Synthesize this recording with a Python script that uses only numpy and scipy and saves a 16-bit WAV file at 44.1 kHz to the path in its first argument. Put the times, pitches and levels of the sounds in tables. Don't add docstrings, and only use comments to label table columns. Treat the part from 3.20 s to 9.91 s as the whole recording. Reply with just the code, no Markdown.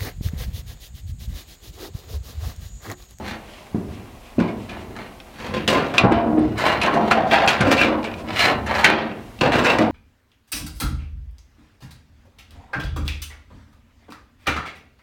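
import sys
import numpy as np
from scipy import signal
from scipy.fft import rfft, irfft
from scipy.io import wavfile
from scipy.ndimage import uniform_filter1d

SR = 44100
rng = np.random.default_rng(int(sys.argv[2]) if len(sys.argv) > 2 else 0)


def undo_db(level):
    steps = np.asarray(level, float) / 20
    return 10 ** steps


def waveform_to_disk(signal):
    frames = np.transpose(np.atleast_2d(signal))
    scaled = np.clip(frames, -1, 1) * 32767
    samples = np.round(scaled).astype(np.int16)
    wavfile.write(sys.argv[1], SR, samples)


N = 295911

# start in seconds, peak in dB, pitch in Hz,
# time to fall 60 dB in seconds, share sent into the sheet in dB.
BUCKLES = [
    (.545, -14, 192, 0.12, 3),
    (1.181, -10, 175.4, 0.36, 3),
    (2.481, -11.5, 226, 0.11, -7),
    (2.836, -0.5, 125, 0.14, -16),
    (2.915, -5, 319, .04, -24),
    (4.408, -7, 132, 0.06, -14),
    (6.212, -18.5, 201, 0.31, 11),
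]


def evened(x):
    return x / np.sqrt(np.mean(x ** 2) + 1e-20)


def read(points, hz):
    f, value = np.transpose(points)
    return np.interp(np.log(hz + 1), np.log(f + 1), value)


def add(mix, s, sound):
    part = mix[round(s * SR):][:len(sound)]
    part += sound[:len(part)]


def coloured(x, points):
    hz = np.fft.rfftfreq(len(x), 1 / SR)
    return irfft(rfft(x) * undo_db(read(points, hz)), len(x))


def resonate(x, hz, width):
    turn = np.exp(2j * np.pi * np.cumsum(hz * np.ones(len(x))) / SR)
    r = np.exp(-np.pi * width / SR)
    smooth = signal.lfilter([1 - r], [1, -r], x / turn + 1e-18)
    return 2 * (turn * smooth).real


def strokes(rows, rise_db_per_s, fall_db_per_s):
    t = np.arange(0, N / SR + .01, .001)[:, None]
    s, hold, db = np.transpose(rows)
    before_db = rise_db_per_s * np.maximum(s - t, 0)
    after_db = fall_db_per_s * np.maximum(t - s - abs(hold), 0)
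    level = np.sqrt((undo_db(db - (before_db + after_db)) ** 2).sum(axis=1))
    return np.interp(np.arange(N) / SR, t[:, 0], level)


def hiss():
    # Hz, dB per Hz.
    hiss_colour = [(15, -38), (25, 5), (45, 7), (92, -1), (560, -7.5), (677, -2), (911, -8), (1130, -7.5),
                   (1650, -31), (1940, -14), (4370, -21.5), (16000, -29.5)]
    whine_hz, whine_db = 10648, -76
    whine = np.sqrt(2) * undo_db(whine_db) * np.sin(2 * np.pi * whine_hz * np.arange(N) / SR)
    return undo_db(-45.5) * evened(coloured(rng.standard_normal(N), hiss_colour)) + whine


def wobble():
    # time in seconds, level in dB.
    leaning = [(0.0, -36), (.15, -40), (.45, -66), (.6, -34), (.8, -39.5), (1.1, -59), (1.4, -38),
               (1.76, -40), (2.11, -61), (2.3, -35), (3.0, -43), (3.27, -25.5), (3.55, -35.5),
               (4.76, -35.5), (4.9, -40), (5.4, -30.5), (6.13, -46), (6.4, -32.5)]
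    # Hz, dB per Hz.
    rumble_colour = [(15, -57), (25, -18), (92, -2), (113, -5), (167, -14), (200, -0.5), (260, -6),
                     (440, -120)]
    shake_db, shake_hold_s, shake_fall_db_per_s = -22.5, 0.053, 122
    s, db = np.transpose(leaning)
    rumble = coloured(rng.standard_normal(N), rumble_colour)
    rumble = rumble + undo_db(6.0) * resonate(rumble, 68.3, 7.1) + undo_db(3) * resonate(rumble, 106.6, 10.4)
    shakes = [(row[0], shake_hold_s, shake_db + row[1]) for row in BUCKLES]
    shake = strokes(shakes, 770, shake_fall_db_per_s)
    lean = undo_db(np.interp(np.arange(N) / SR, s, db))
    return (lean + shake) * evened(rumble)


def effort():
    # start in seconds, hold in seconds, force in dB, stiffness in dB.
    jolts = [(.549, .08, -38, -12), (.001, .03, -34, -1.5), (1.197, 0.032, -26.5, -1.5),
             (1.495, 0.0092, -37.5, 2.5), (2.836, 0.03, -22, 6.5), (2.93, 0.05, -23.5, 4),
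             (2.337, 0.029, -29, -17), (2.478, 0.094, -19.5, -1.5), (2.743, .01, -25, 2),
             (2.789, 0.0091, -23.5, 6.5), (3.625, 0.073, -25.5, 1), (3.906, 0.15, -29, 6.5),
             (4.117, 0.18, -29, 8.5), (4.28, .01, -36.5, 12), (4.407, 0.033, -25, 3.5),
             (5.092, 0.035, -33.5, 2.5), (5.65, .17, -27, -2.5), (6.212, 0.07, -22, 3),
             (6.334, 0.053, -21, -2), (6.59, 0.019, -19, -2)]
    # full bend in seconds, hold in seconds, force in dB, stiffness in dB.
    bends = [(1.347, 0.017, -44, -24), (1.65, .02, -39, -30), (1.785, .05, -40.5, -4),
             (2.211, 0.09, -37, -2), (3.073, 0.12, -20.5, -12.5), (3.442, 0.043, -22.5, 5),
             (3.76, 0.052, -23.5, 0.5), (4.502, 0.24, -25, 2.5), (4.85, 0.017, -32.5, 0),
             (4.994, 0.025, -34.5, 1), (5.244, 0.047, -25.5, 3.5), (5.522, 0.052, -34.5, 14.5),
             (6.497, .01, -24.5, 9)]
    # start in seconds, hold in seconds, force in dB, brightness in dB.
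    slips = [(1.2, .005, -34, -8), (1.49, .01, -37, -20), (1.756, .07, -42.5, -12), (2.339, .02, -28, -12),
             (2.481, 0.0034, -21.5, 1.5), (2.483, 0.088, -25.5, -11), (2.74, .005, -28.5, -7),
             (2.777, 0.0036, -21, -27), (2.917, .02, -27.5, -22), (3.2, 0.016, -47, -7),
             (3.371, 0.062, -29, -7.5), (3.616, 0.023, -26, -18), (3.907, 0.0073, -20.5, -14),
             (4.111, 0.042, -20, -17.5), (4.276, .012, -17, -8), (4.404, .005, -21.5, -26),
             (4.512, 0.014, -21, -5), (4.567, 0.056, -18, -10.5), (4.845, .01, -33.5, -28),
             (5.086, 0.04, -38, -12), (5.475, 0.035, -31.5, -20), (5.642, 0.004, -16, -20),
             (5.667, 0.13, -30.5, -30), (6.21, 0.019, -21, -13), (6.32, 0.018, -21.5, -23),
             (6.587, 0.0092, -31, -7)]
    # full pull in seconds, hold in seconds, force and brightness in dB.
    drags = [(3.87, .03, -37, -8), (2.665, .02, -39, -9), (3.75, .02, -33, -10), (3.21, .08, -51, -8),
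             (0.078, .005, -33.5, -3), (2.208, 0.061, -35.5, -7), (3.467, 0.022, -20, -10),
             (4.1, 0.023, -34.5, -6), (5.206, 0.045, -17.5, -6.5), (5.55, 0.099, -26, -7.5),
             (6.367, 0.016, -37.5, 4.5), (6.49, 0.01, -19, -7), (4.48, .01, -35, -1), (3.82, .03, -39, -14),
             (5.16, .01, -33, -9), (5.78, .03, -33, -24), (3.66, 0.0086, -30.5, -18),
             (4.2, 0.014, -27, -15), (0.736, 0.0084, -58, -10)]
    release = [92, 125, 148.4, 240]
    rest = [-57.5, -54, -55.5, -68]
    sudden_db_per_s, growing_db_per_s = 5000, 255
    bending = [(jolts, sudden_db_per_s), (bends, growing_db_per_s)]
    gripping = [(slips, sudden_db_per_s), (drags, growing_db_per_s)]
    levels = []
    for k, kinds in enumerate([bending, bending, gripping, gripping]):
        level = undo_db(rest[k])
        for rows, rise in kinds:
            moves = [(s, hold, db + k % 2 * tilt_db) for s, hold, db, tilt_db in rows]
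            level = level + strokes(moves, rise, release[k])
        levels.append(level)
    return levels


def scrape():
    splits = [450, 1400, 4500]
    # Hz, dB per Hz.
    scrape_colour = [(18, -50), (30, -19), (98, -4.5), (174, -9), (311, -1.5), (415, -3.5), (684, 3.5),
                     (962, -0.5), (2750, -6.5), (4300, -12), (6300, -21), (10200, -26), (16000, -16)]
    grain_size = undo_db(3.0 * np.minimum(rng.exponential(1, N), 3))
    grain_here = rng.random(N) < 2500 / SR
    slips = rng.standard_normal(N) * grain_size * grain_here
    stutter = evened(uniform_filter1d(uniform_filter1d(rng.standard_normal(N), 300), 300))
    grains = (evened(slips) + 0.76 * rng.standard_normal(N)) * undo_db(2.5 * stutter)
    hz = np.fft.rfftfreq(N, 1 / SR)
    spectrum = rfft(coloured(grains, [(60, -40), (140, 7.5), (16000, -10)]))
    spectrum = spectrum * undo_db(read(scrape_colour, hz))
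    below = [0] + [1 / (1 + (hz / f) ** 6) for f in splits] + [1]
    rub = np.zeros(N)
    for level, low, high in zip(effort(), below, below[1:]):
        rub += level * evened(irfft(spectrum * (high - low), N))
    return rub


def sheet_ring(strong_db):
    # Hz, dB, time to fall 60 dB in seconds.
    strong_modes = [(112, -42, 5.0), (223.5, 1.5, 0.64), (312.1, -11.5, 5.0), (390, -10.5, 0.3),
                    (566, -14, 0.18), (685, -17.5, 0.053), (841, -19, 0.91), (915, -13, 0.31),
                    (1140, -51, 1.2), (1060, -11.5, 2.6), (1110, -38, 1.3), (1602, -17, 0.13),
                    (2140, -26, 0.41), (2870, -2.5, 0.36)]
    # Hz, time to fall 60 dB in seconds.
    dense_decay = [(60, 0.14), (300, 0.83), (1000, 0.42), (3000, 0.14), (6000, 0.12), (15000, 0.058)]
    hz, t, z = signal.stft(rng.standard_normal(SR), SR, nperseg=512)
    t60 = np.maximum(read(dense_decay, hz), .02)[:, None]
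    dense = signal.istft(z * undo_db(-60 * t / t60) / np.sqrt(t60), SR, nperseg=512)[1][:SR]
    t = np.arange(SR) / SR
    strong = np.zeros(SR)
    for f, db, t60 in strong_modes:
        bent_hz = f * rng.uniform(0.95, 1.015)
        strong += undo_db(.5 * db - 60 * t / min(t60, .3)) * np.sin(2 * np.pi * bent_hz * t)
    ring = evened(dense) + undo_db(strong_db) * evened(strong)
    return ring / np.linalg.norm(evened(dense))


def sheet(drive):
    turn = 2 * np.pi * 1.099 * np.arange(N) / SR
    out = np.zeros(N)
    for k in range(3):
        share = np.sqrt(2 / 3) * np.cos(turn / 2 - k * np.pi / 3)
        out += signal.oaconvolve(drive * share, sheet_ring(-16.5))[:N]
    return out


def brushes():
    # middle in seconds, level in dB, half-length in seconds.
    passes = [
        (0.356, -47.5, 0.11),
        (0.741, -48.5, .03),
        (1.074, -51.5, 0.049),
        (1.436, -50, 0.057),
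        (1.61, -48, .03),
        (4.998, -42.5, 0.025),
    ]
    # Hz, dB per Hz.
    brush_colour = [(300, -16), (1000, -6), (2600, 7), (5000, -5), (14000, -17)]
    t = np.arange(N) / SR
    swell = sum(undo_db(db) * np.exp(-((t - s) / half) ** 2) for s, db, half in passes)
    return swell * evened(coloured(rng.standard_normal(N), brush_colour))


def held_shapes(rub):
    # start in seconds, end in seconds, low ring in Hz, high ring in Hz, level in dB.
    shapes = [(0.26, 0.517, 386, 600, 3), (1.19, 1.34, 1030, 2390, 2), (1.783, 1.91, 670, 2150, -3),
              (.56, .85, 310, 390, 2.5), (2.19, 2.43, 497, 1033, 5), (2.485, 2.595, 532, 1030, 1),
              (2.93, 3.363, 310, 697, -4), (3.375, 3.556, 1075, 1600, -1.5), (3.655, 3.77, 1083, 1600, 2),
              (3.74, 3.83, 700, 1000, 2), (5.29, 5.37, 600, 1050, 2), (5.19, 5.28, 2300, 4200, 0),
              (6.49, 6.52, 950, 3900, 2), (2.785, 2.84, 2750, 4300, 0), (3.91, 4.285, 682, 773, 4),
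              (4.27, 4.398, 689, 2670, -13), (4.42, 4.802, 307, 528, 1.5), (4.57, 4.655, 2410, 2705, 3),
              (5.2, 5.33, 1040, 1793, -7.5), (5.482, 5.637, 910, 1670, 0), (5.65, 5.701, 1595, 2190, -4),
              (6.205, 6.313, 520, 2710, 1.5), (6.297, 6.395, 690, 1870, 3), (6.443, 6.535, 506, 2630, 6.5)]
    fade_s, width_hz, width_share = .012, 7.1, 0.03
    rise = .05
    out = np.zeros(N)
    for start, end, *rings, db in shapes:
        part = rub[round(start * SR):round(end * SR)]
        creep = 1 + rise * np.linspace(-.5, .5, len(part))
        sung = undo_db(db) * sum(resonate(part, hz * creep, width_hz + width_share * hz) for hz in rings)
        add(out, start, sung * signal.windows.tukey(len(part), 2 * fade_s / (end - start)))
    return out


def ticks():
    # start in seconds, peak in dB, low ping in Hz, high ping in Hz, high ping in dB.
    clicks = [(.336, -35.5, 3000, 5500, -21), (.4674, -42, 2000, 7400, -6), (2.0014, -31.5, 2550, 5430, -8),
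              (3.1921, -36.5, 2080, 8700, -2), (3.6341, -13, 2610, 10300, -13),
              (4.263, -35, 7400, 12000, -1), (4.41, -18, 2480, 10400, -5), (4.8294, -27, 2400, 4600, -40),
              (4.9154, -32, 2530, 5330, -31), (4.9404, -29, 2410, 4510, -38), (5.087, -29, 2450, 4750, -23),
              (5.105, -26, 2350, 4520, -11), (5.552, -21, 2520, 4860, 0.5), (6.1898, -32, 2770, 4960, -26),
              (6.4394, -30, 2610, 7360, 2), (6.5857, -27, 1910, 5550, 4)]
    ping_t60_s, snap_t60_s = .018, .03
    out, t = np.zeros(N), np.arange(SR // 8) / SR
    for s, db, low_hz, high_hz, high_db in clicks:
        pings = np.sin(2 * np.pi * low_hz * t) + undo_db(high_db) * np.sin(2 * np.pi * high_hz * t)
        snap = resonate(resonate(rng.standard_normal(len(t)), 1.2 * low_hz, 2000), 1.2 * low_hz, 2000)
        snap = .5 * evened(snap) * undo_db(-60 * t / snap_t60_s)
        add(out, s, undo_db(db - 1) * (pings * undo_db(-60 * t / ping_t60_s) + snap))
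    return out


def thumps():
    slap_db = -7.5
    direct, sent, t = np.zeros(N), np.zeros(N), np.arange(SR // 2) / SR
    for s, db, hz, t60, sent_db in BUCKLES:
        rumble = resonate(resonate(rng.standard_normal(len(t)), 330, 330), 330, 330)
        modes = [(1, 1), (1.4, 0.66), (1.5, 0.29)]
        boom = sum(share * np.sin(2 * np.pi * ratio * hz * t) for ratio, share in modes)
        onset = np.minimum(t / 0.0033, 1)
        thump = undo_db(db - 5.5) * (boom + undo_db(slap_db) * evened(rumble)) * onset
        push = undo_db(-60 * t / .04)
        add(direct, s, thump * (undo_db(-60 * t / t60) + 0.36 * push))
        add(sent, s, undo_db(sent_db + 6) * thump * push)
    return direct, sent


def pops():
    # start in seconds, peak in dB, pitch in Hz, time to fall 60 dB in seconds.
    dents = [(1.195, -8, 202, 0.04), (1.211, -8, 226, 0.04), (1.264, -17, 218, 0.04),
             (2.344, -18, 476, 0.04), (2.835, -2, 256, 0.04), (2.851, -4, 479, 0.04),
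             (2.865, -5, 296, 0.04), (2.912, -5, 331, 0.04), (2.921, -1, 318, 0.04), (3.129, -8, 218, 0.04),
             (3.181, -11, 250, 0.04), (3.682, -5, 1070, 0.04), (3.745, -7, 380, 0.04),
             (3.764, -7, 689, 0.04), (3.974, -6, 794, 0.04), (4.006, -9, 694, 0.04), (4.121, -6, 692, 0.04),
             (4.485, -6, 307, 0.04), (4.645, -4, 310, 0.04), (5.194, -12, 713, 0.04),
             (5.329, -11, 705, 0.04), (5.359, -14, 245, 0.04), (5.596, -11, 789, 0.04),
             (5.636, -8, 937, 0.04), (5.855, -17, 326, 0.04), (6.219, -8, 210, 0.04),
             (6.233, -5, 517, 0.04), (6.289, -8, 320, 0.04), (6.349, -7, 240, 0.04), (6.386, -8, 528, 0.04),
             (6.514, -7, 910, 0.04), (6.544, -11, 223, 0.04), (6.592, -5, 307, 0.04),
             (6.609, -7, 339, 0.04), (6.624, -9, 390, 0.04)]
    # start in seconds, peak in dB, pitch in Hz, time to fall 60 dB in seconds.
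    crackles = [(1.1914, -21, 2620, 0.02), (2.3396, -19, 2030, 0.02), (2.4904, -8, 1890, 0.02),
                (2.5526, -10, 2160, 0.02), (2.5744, -14, 1770, 0.02), (2.8094, -15, 2490, 0.02),
                (2.8344, -15, 1500, 0.02), (3.4406, -10, 1530, 0.02), (3.4644, -10, 1560, 0.02),
                (3.6754, -14, 1500, 0.02), (4.1834, -9, 1600, 0.02), (4.2053, -11, 1540, 0.02),
                (4.2762, -3, 2510, 0.02), (4.2924, -5, 2730, 0.02), (4.366, -15, 2150, 0.02),
                (4.4702, -14, 1680, 0.02), (4.5795, -7, 2680, 0.02), (4.6344, -3, 2360, 0.02),
                (4.9397, -20, 2450, 0.02), (5.0863, -22, 2320, 0.02), (5.1682, -12, 2250, 0.02),
                (5.2016, -5, 2410, 0.02), (5.2344, -6, 1530, 0.02), (5.2454, -5, 1680, 0.02),
                (5.2534, -7, 1600, 0.02), (5.2694, -11, 1770, 0.02), (6.2108, -6, 2750, 0.02),
                (6.4664, -9, 2450, 0.02), (6.4984, -9, 2730, 0.02), (6.5114, -9, 1520, 0.02),
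                (6.5954, -14, 1880, 0.02)]
    out, t = np.zeros(N), np.arange(SR // 10) / SR
    bite = np.diff(np.exp(-t / .00005), prepend=0)
    partials = [(1, 1), (1.57, .4), (2.31, .12)]
    for rows, base_db, bite_db in [(dents, -5, -60), (crackles, -6.5, -15)]:
        for s, db, hz, t60 in rows:
            modes = sum(share * np.sin(2 * np.pi * ratio * hz * t) for ratio, share in partials)
            dying = modes * undo_db(-60 * t / max(t60, .004))
            add(out, s, undo_db(db + base_db) * (dying + undo_db(bite_db) * bite))
    return out


def knocks():
    # start in seconds, peak in dB, pitch in Hz, time to fall 60 dB in seconds,
    # share sent into the sheet in dB.
    blows = [(1.277, -33, 2190, 0.25, -9), (1.4932, -28, 2390, 0.25, -27), (2.2009, -27, 2190, .087, -14),
             (2.3415, -22, 2000, 0.063, -5), (2.7405, -23, 1470, .068, -32),
             (2.7807, 0.5, 2460, 0.039, -4.5), (2.921, -4, 750, .03, -18), (3.321, -32, 1500, .08, -14),
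             (3.518, -14.5, 1580, 0.11, -25), (3.6147, -12, 2440, 0.18, -9),
             (3.6623, -10.5, 1590, 0.054, -29), (3.7365, -28, 1480, .067, 16.5),
             (3.9114, -1.5, 1400, 0.094, -10), (4.121, -21, 2010, 0.064, -10),
             (4.2757, -6.5, 2530, 0.15, -11), (4.408, -8, 1520, 0.063, -2), (4.8416, -20, 2260, 0.15, -19),
             (5.5505, -19, 1720, .19, -2), (5.6436, 4, 1950, 0.084, -24), (6.211, -12.5, 2480, 0.076, -30),
             (6.3189, -25, 1980, 0.13, 13), (6.4446, -12.5, 1430, 0.074, 11.5)]
    raps = [
        (1.1997, -22.5, 1460, 0.083, -14),
        (1.764, -23.5, 1170, 0.059, -2),
        (2.4771, -8, 2850, 0.12, -14),
        (3.3782, -26, 1460, .16, 9.5),
        (4.133, -18.5, 2360, .12, -10),
        (4.5147, -5.5, 1620, 0.058, -40),
        (5.193, -12, 2300, 0.22, -11),
        (5.462, -27.5, 1690, 0.079, 10.5),
        (6.5856, -12, 1940, .062, -17),
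    ]
    blow_edge_db, rap_edge_db = -40, -5.5
    hits = [row + (blow_edge_db,) for row in blows] + [row + (rap_edge_db,) for row in raps]
    direct, sent, t = np.zeros(N), np.zeros(N), np.arange(SR // 4) / SR
    for s, db, hz, t60, sent_db, edge_db in hits:
        noise = rng.standard_normal(len(t))
        wide = resonate(resonate(noise, 0.9 * hz, 1.13 * hz), 0.9 * hz, 1.13 * hz)
        local = resonate(noise, hz, 0.029 * hz)
        crack = (evened(wide) + 0.78 * evened(local)) * undo_db(-60 * t / t60)
        edge = evened(resonate(resonate(noise, 3670, 7500), 3670, 7500))
        edge = edge * undo_db(edge_db - 60 * t / (0.28 * t60))
        first = 1 + 0.82 * undo_db(-60 * t / 0.0058)
        knock = undo_db(db - 10.5) * (crack + edge) * first * np.minimum(t / 0.00089, 1)
        add(direct, s, knock)
        add(sent, s, undo_db(sent_db) * knock)
    return direct, sent


def scene():
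    rub = scrape()
    sung = held_shapes(rub)
    tick = ticks()
    thump, thump_sent = thumps()
    pop = pops()
    knock, knock_sent = knocks()
    drive = undo_db(-5.5) * rub + undo_db(-5.5) * sung + knock_sent + thump_sent
    drive = drive + undo_db(-9.0) * tick + undo_db(-10) * pop
    touched = undo_db(-5.5) * rub + sung + knock + thump + tick + pop
    return (touched + sheet(drive) + wobble() + brushes())[None]


def roll_off(x):
    return signal.sosfilt(signal.butter(12, 16460, fs=SR, output="sos"), x)


def record(dry):
    dull = signal.sosfilt(signal.butter(2, [35, 9300], "band", fs=SR, output="sos"), dry)
    dull = signal.sosfilt(signal.butter(2, 32, "high", fs=SR, output="sos"), dull)
    power_db = 10 * np.log10(abs(uniform_filter1d(dull[0] ** 2, 800)) + 1e-12)
    fall = np.arange(N) * 27.0 / SR
    held_db = np.maximum.accumulate(power_db + fall) - fall
    over_db = np.clip(held_db + 18, 0, 13.)
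    quieted_hiss = hiss() / undo_db(1.3 * uniform_filter1d(over_db, 400))
    full = np.clip(dull + quieted_hiss, -1, 1)
    edge = signal.firwin(255, 16420, window=("kaiser", 9), fs=SR)
    return roll_off(signal.oaconvolve(full, edge[None], "same"))


dry = scene()
out = record(dry)
waveform_to_disk(out)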